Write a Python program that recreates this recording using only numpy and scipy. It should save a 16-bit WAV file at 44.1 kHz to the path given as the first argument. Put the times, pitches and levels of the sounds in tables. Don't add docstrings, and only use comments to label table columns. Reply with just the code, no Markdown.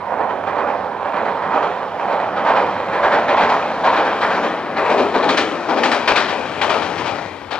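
import sys
import numpy as np
from scipy import signal
from scipy.fft import rfft, irfft, next_fast_len
from scipy.io import wavfile
from scipy.ndimage import uniform_filter1d

SR = 44100
rng = np.random.default_rng(int(sys.argv[2]) if len(sys.argv) > 2 else 0)


def materialize(psi):
    bounded = np.clip(np.atleast_2d(psi).T, -1, 1)
    quanta = np.round(bounded * 32767).astype(np.int16)
    wavfile.write(sys.argv[1], SR, quanta)


def ratio(d):
    e = np.asarray(d, float) / 20
    return 10 ** e


N = 334719
STEP = 64

RANGE_HZ = (95, 250, 760, 1900, 3800)
# [lower f/Hz, upper f/Hz]
RANGE_EDGES_HZ = [(60, 130), (150, 400), (400, 1300), (1300, 3000), (3000, 9000)]
# [t/s, girder level/dB, deck hum level/dB, treble level/dB]
ROLLING = [(0, -27, -52, -52), (.12, -21.5, -49, -49.5), (.3, -23, -47, -52), (.9, -26, -48, -51.5),
           (1.4, -25, -46, -47.5), (1.9, -26.5, -49, -48), (2.35, -22.5, -45, -47), (2.8, -23, -45, -44.5),
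           (3.3, -23, -45, -43.5), (3.75, -23.5, -44, -42.5), (4.2, -23, -46, -40.5), (4.5, -23, -47, -42),
           (4.7, -24.5, -47, -44), (5.1, -25.5, -46, -41), (5.6, -25, -47, -42), (6.05, -27.5, -48, -40),
           (6.5, -27, -44, -39.5), (6.85, -27, -41, -38), (7.1, -29, -38, -40), (7.35, -34, -46, -47),
           (7.59, -38, -44, -50)]
BOOM_FAR_DB, BOOM_NEAR_DB = -14, -5.8
RAIL_DB = 1.5

# [f/Hz, level/dB per Hz]
STEEL_FAR = [(18, -82.5), (30, -59), (53, -40), (88, -22.5), (140, -26), (182, -13.5), (243, -15),
             (341, -15), (505, -4), (945, -1), (1870, -14.5), (2180, -19.5), (2490, -23), (7080, -49),
             (15500, -79.5)]
# [f/Hz, level/dB per Hz]
STEEL_NEAR = [(18, -72), (30, -44), (42, -39), (83, -18), (190, -8), (277, -0.5), (420, -1), (575, 0),
              (970, -1), (1590, -5), (2360, -8.5), (3490, -16.5), (4310, -18.5), (7860, -33), (15500, -60)]
# [t/s, nearness from 0 far to 1 near]
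NEARNESS = [(0, 0.), (2, 0.19), (4, 0.5), (5.5, 1), (7.59, 1.05)]
# [f/Hz, width/Hz, level/dB]
MEMBERS = [(95, 6, 7), (580, 40, 2), (795, 50, 3), (985, 50, 1), (1250, 120, -.5), (2365, 40, 3),
           (2440, 45, 4), (2760, 150, -1.5), (3080, 45, 3), (3175, 40, 3), (3355, 40, 2.5), (3950, 70, 1),
           (4390, 50, 1), (4750, 150, -.7), (5480, 40, 2.5), (5710, 50, 2.5)]
# [f/Hz, half width/Hz, level/dB]
RAIL_PLATEAU = (4250, 480, 1.0)
AIR_LOSS_HZ = 12500

# [t/s of the first axle, girder, boom, rail and clack level/dB, arrival spread/s]
JOINTS = [(-1.278, -23, -38, -35, -53.5, .02), (-0.388, -19, -33, -25, -43, .035),
          (0.577, -15, -31, -19.5, -37, .08), (1.532, -13, -31, -20, -34.5, .058),
          (2.463, -9.5, -25.5, -14, -27, .07), (3.403, -11.5, -30, -16.5, -28, .05),
          (4.343, -14.5, -21, -20.5, -27.5, .025), (5.289, -17.5, -28, -17.5, -22, .003),
          (6.198, -21, -34, -24.5, -27.5, .025)]
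AXLES_M = (0, 2.1, 13.8, 15.9, 20, 22.1, 33.8, 35.9)
SPEED_M_S, ACCELERATION_M_S2 = 23.5, .34
HUM_BLOW_DB = -60
STRIKES_DB = [(0, 0, 0, 0, 0, 0, 3, -2), (0, 0, 0, -3, 2, 1, -1, 0), (-1, -1, 1, 1, 0, 1, -1, 0),
              (3, 0, -1, -4, 0, 2, 2, 0), (-1, -1, 1, 1, 1, 0, 1, -2), (2, 0, 2, -3, 2, -1, 1, -3),
              (-2, -3, 1, 1, 1, 0, 1, 1), (0, -1, 1, 0, 1, -1, 0, 2), (-3, 1, 1, 0, -1, 2, 0, 0)]
BITE_DB = [(0, 0, 0, 0, 0, 0, 1, 1), (0, 0, -1, 2, 2, -1, 0, 0), (-1, -1, 0, 0, -1, -2, 0, -1),
           (-2, 0, 0, 2, 1, 1, -1, 0), (1, 1, 0, 1, 1, 2, 1, 1), (1, 2, -2, 1, 1, 0, 0, 0),
           (-2, 0, 0, -1, -1, -1, -2, -1), (0, 3, 0, -1, 0, 2, -1, -4), (1, 0, -1, -1, -1, -2, 0, 0)]
THUD_DB = [(0, 0, 0, 0, 0, 0, 0, 0), (0, 0, 1, 1, 1, 1, -1, 0), (1, 1, 0, 0, -1, 0, 0, 0),
           (0, 0, 0, 0, 0, 0, 0, 1), (0, 0, 0, 1, 2, 1, 0, 0), (1, 1, -1, -1, -1, -1, 1, 1),
           (-2, -1, 1, 1, 2, 2, -1, 0), (2, 2, 0, 0, 1, 1, 0, 0), (1, 1, 0, 0, 0, 0, -2, 0)]
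TILT_DB = [(0, 0, 0, 0, 0, 0, 0, 0), (0, 0, 1, 1, 0, 0, 0, 0), (0, 0, 0, 0, -1, 0, -1, -1),
           (0, 0, 0, 0, 0, 0, 0, 0), (0, 0, 0, 0, 1, 1, 1, 1), (1, 1, 1, 1, 1, 0, -1, -1),
           (-1, -2, 0, -1, -1, -1, -2, -1), (0, 0, 0, 0, 1, 1, 2, 2), (0, 0, 0, 0, 1, 1, 0, 0)]

# [f/Hz, t60/s]
RING_T60 = [(250, 1.0), (750, 0.66), (1900, 0.39), (4200, 0.35), (9000, 0.44)]
RING_BEND = 1.3
# [f/Hz, level/dB]
TAIL = [(400, -20), (1000, -14), (2500, -9), (5000, -10), (9000, -12)]
TAIL_STRETCH = 2.5
# [f/Hz, level/dB]
CRACK = [(700, -8), (1500, -2), (2500, 1), (4200, 2), (5500, -5), (9000, -14)]
CRACK_T60_S, CRACK_BLUR_S = .06, .012
# [f/Hz, level/dB]
BLOW_DULL = [(4500, 0), (10000, -5), (14000, -11)]

# [f/Hz, level/dB, t60/s]
WHEEL_MODES = [(795, 6, .3), (985, 5, .25), (1290, 3, .2), (1600, 0, .2), (2160, -14, .5), (2365, -2, .3),
               (2440, 1, .3), (2640, -14, 0.45), (3080, -4, 0.24), (3175, -3, .5), (3355, -5, 0.4),
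               (3770, 2, .15), (3950, 2, .2), (4130, 1, .15), (4390, 3, 0.2), (4510, 0, .15),
               (4620, -1, .2)]
WHEEL_DB = -15.5
# [t/s, length/s, f/Hz, level/dB]
SINGING = [(2.58, .32, 3182, -52), (5.12, .28, 3200, -47), (6.3, .28, 3160, -56), (7.16, .33, 3202, -56)]
# [f/Hz, likeness from 0 to 1]
ALIKE = [(60, 0.6), (130, 1), (290, 0.85), (640, 0.97), (1400, 1), (3100, 0.86), (6800, 0.62), (12000, 0.2)]
# [t/s, left minus right level/dB]
PAN = [(0, -7), (2, -3.8), (4, .3), (5.5, 5), (7.59, 11)]
# [f/Hz, share]
PAN_SHARE = [(100, 0.22), (500, 1.04), (2000, 0.9), (4000, .72), (8000, 0.65)]

CLICK_S, CLICK_DB = 5.294, -21
# [f/Hz, level/dB per Hz]
HISS = [(2940, -27), (5000, -3), (6940, -15), (9680, -10.5), (13600, -14.5), (15100, -28), (15600, -31)]
HISS_DB = -65.5
# [f/Hz, level/dB per Hz]
BREEZE = [(10, 0.5), (30, -4.5), (60, -5), (200, -31), (1000, -64)]
BREEZE_DB = -70
RIGHT_LAG = 2


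def bridge():
    size = next_fast_len(N)
    hz = np.arange(1, size // 2 + 2) * SR / size
    far, near = steel_colours(hz)
    far_db, near_db = range_levels(hz, far), range_levels(hz, near)
    mid, side = (rfft(rattle(1200, 2.2, 0.27), size) * np.sqrt(size / 2) * far for _ in range(2))

    t = np.arange(0, N + STEP, STEP) / SR
    nearness = np.interp(t, *np.transpose(NEARNESS))
    rolling_db = rolling(t, nearness)
    start, blow_db, spread, tilt_db = blows()
    age = np.maximum(t - start[:, None], 0)
    sway = walk(2.2, len(t))
    out = np.zeros((2, N))
    for centre in 31 * 2 ** (np.arange(28) / 3):
        weight = np.array([along(list(zip(RANGE_HZ, row)), centre) for row in np.eye(len(RANGE_HZ))])
        lift_db = weight[2] * np.log2(centre / RANGE_HZ[2]) * tilt_db
        strike_db = weight @ blow_db + lift_db + along(BLOW_DULL, centre)
        power = ratio(2 * weight @ rolling_db) + ratio(2 * strike_db) @ truss_ring(age, spread, centre)

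        shift_db = along(STEEL_NEAR, centre) - along(STEEL_FAR, centre) - weight @ near_db + weight @ far_db
        flicker_db = .5 * sway + 1.3 * walk(8.6, len(t))
        gain = np.sqrt(power) * ratio(nearness * shift_db + flicker_db - weight @ far_db)

        band = np.cos(np.pi / 2 * np.clip(3 * np.log2(hz / centre), -1, 1)) ** 2
        alike = along(ALIKE, centre)
        common = np.sqrt((1 + alike) / 2) * irfft(mid * band)[:N]
        opposite = np.sqrt((1 - alike) / 2) * irfft(side * band)[:N]
        pair = common + opposite * np.array([[1], [-1]])
        out += pan(pair, along(PAN_SHARE, centre)) * np.interp(np.arange(N) / SR, t, gain)
    return out


def blows():
    first, girder, boom, rail, clack, spread = np.transpose(JOINTS)[:, :, None]
    speed = SPEED_M_S + ACCELERATION_M_S2 * first
    passing = np.sqrt(speed ** 2 + 2 * ACCELERATION_M_S2 * np.array(AXLES_M))
    start = first + (passing - speed) / ACCELERATION_M_S2
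    db = np.array([HUM_BLOW_DB + 0 * boom, boom, girder, rail, clack]) + STRIKES_DB
    db[-2:] += BITE_DB
    db[1] += THUD_DB
    heard = (start > 0) & (start < N / SR)
    return start[heard], db[:, heard], (spread + 0 * start)[heard], np.array(TILT_DB)[heard]


def truss_ring(age, spread, hz):
    rise = 1 - np.exp(-age / spread[:, None])
    dying = 2 * np.log(1000) * age / along(RING_T60, hz)
    ring = np.exp(-dying ** RING_BEND)
    tail = ratio(2 * along(TAIL, hz)) * np.exp(-dying / TAIL_STRETCH)
    crack_dying = 2 * np.log(1000) * age / CRACK_T60_S
    crack = ratio(2 * along(CRACK, hz)) * np.exp(-crack_dying - spread[:, None] / CRACK_BLUR_S)
    return rise * (ring + tail + crack)


def rolling(t, nearness):
    s, *levels = np.transpose(ROLLING)
    girder, hum, hiss = (np.interp(t, s, level) for level in levels)
    boom = girder + BOOM_FAR_DB + nearness * (BOOM_NEAR_DB - BOOM_FAR_DB)
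    rail = (girder + hiss) / 2 + RAIL_DB
    return np.array([hum, boom, girder, rail, hiss])


def steel_colours(hz):
    deck_db = sum(db / (1 + (2 * (hz - f) / width) ** 2) for f, width, db in MEMBERS)
    centre, half_width, plateau_db = RAIL_PLATEAU
    deck_db += plateau_db / (1 + ((hz - centre) / half_width) ** 8)
    loss_db = -6.0 * (hz / AIR_LOSS_HZ) ** 4
    return [ratio(along(colour, hz) + deck_db + loss_db) for colour in (STEEL_FAR, STEEL_NEAR)]


def range_levels(hz, colour):
    return [10 * np.log10(np.sum(colour[(hz > lo) & (hz < hi)] ** 2)) for lo, hi in RANGE_EDGES_HZ]


def rattle(per_s, spread_db, share):
    size = rng.standard_normal(N) * ratio(spread_db * rng.exponential(size=N))
    clicks = (rng.random(N) < per_s / SR) * size
    return np.sqrt(1 - share) * rng.standard_normal(N) + np.sqrt(share) * unit(clicks)


def wheels():
    start, blow_db = blows()[:2]
    out, soft = np.zeros(N), np.hanning(int(.012 * SR))
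    rail_db, clack_db = blow_db[-2:]
    at = (start * SR).astype(int)[:, None] + np.arange(len(soft))
    share = rng.uniform(-1, 1, (len(at), len(WHEEL_MODES)))
    for k, (hz, db, t60) in enumerate(WHEEL_MODES):
        rail_weight = along(list(zip(RANGE_HZ[-2:], (1, 0))), hz)
        size = ratio(rail_weight * (rail_db - clack_db) + clack_db + db) * share[:, k]
        carrier = np.exp(2j * np.pi * hz / SR * np.arange(len(soft)))
        push = np.zeros(N + len(soft), complex)
        np.add.at(push, at, size[:, None] * soft / soft.sum() * carrier)
        pole = np.exp(2j * np.pi * hz / SR - np.log(1000) / (t60 * SR))
        out += signal.lfilter([1], [1, -pole], push[:N]).imag
    return ratio(WHEEL_DB) * out


def singing():
    out = np.zeros(N)
    for start, length, hz, db in SINGING:
        at, n = int(start * SR), int(length * SR)
        waver = np.cumsum(rng.standard_normal(n)) * .02
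        tone = np.sin(2 * np.pi * hz / SR * np.arange(n) + waver)
        out[at:at + n] += ratio(db) * 2 * np.hanning(n) ** .5 * tone
    return out


def pan(x, share=1):
    pan_db = np.interp(np.arange(N) / SR, *np.transpose(PAN))
    return x * ratio(share * np.array([pan_db, -pan_db]) / 2)


def click():
    out = np.zeros(N)
    age = np.arange(200) / SR
    at = int(CLICK_S * SR)
    out[at:at + len(age)] = ratio(CLICK_DB) * np.exp(-age / .00004) * np.cos(2 * np.pi * 7000 * age)
    return out


def air():
    return ratio(HISS_DB) * coloured_noise(HISS) + ratio(BREEZE_DB) * coloured_noise(BREEZE)


def coloured_noise(colour):
    hz = np.arange(1, N // 2 + 2) * SR / N
    return unit(irfft(rfft(rng.standard_normal((2, N))) * ratio(along(colour, hz)), N))


def walk(rate, count):
    k = int(SR / STEP / rate)
    return unit(uniform_filter1d(uniform_filter1d(rng.standard_normal(count), k), k))


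def along(table, hz):
    f, v = np.transpose(table)
    return np.interp(np.log(hz), np.log(f), v)


def unit(x):
    return x / np.sqrt(np.mean(x ** 2))


def scene():
    return bridge() + pan(wheels() + singing()) + click() + air()


def low_pass(x):
    return signal.sosfilt(signal.butter(12, 15710, fs=SR, output="sos"), x)


def record(dry):
    x = np.array([dry[0], np.roll(dry[1], RIGHT_LAG)])
    mix = np.tanh(.98 * x)
    return low_pass(mix)


dry = scene()
out = record(dry)
materialize(out)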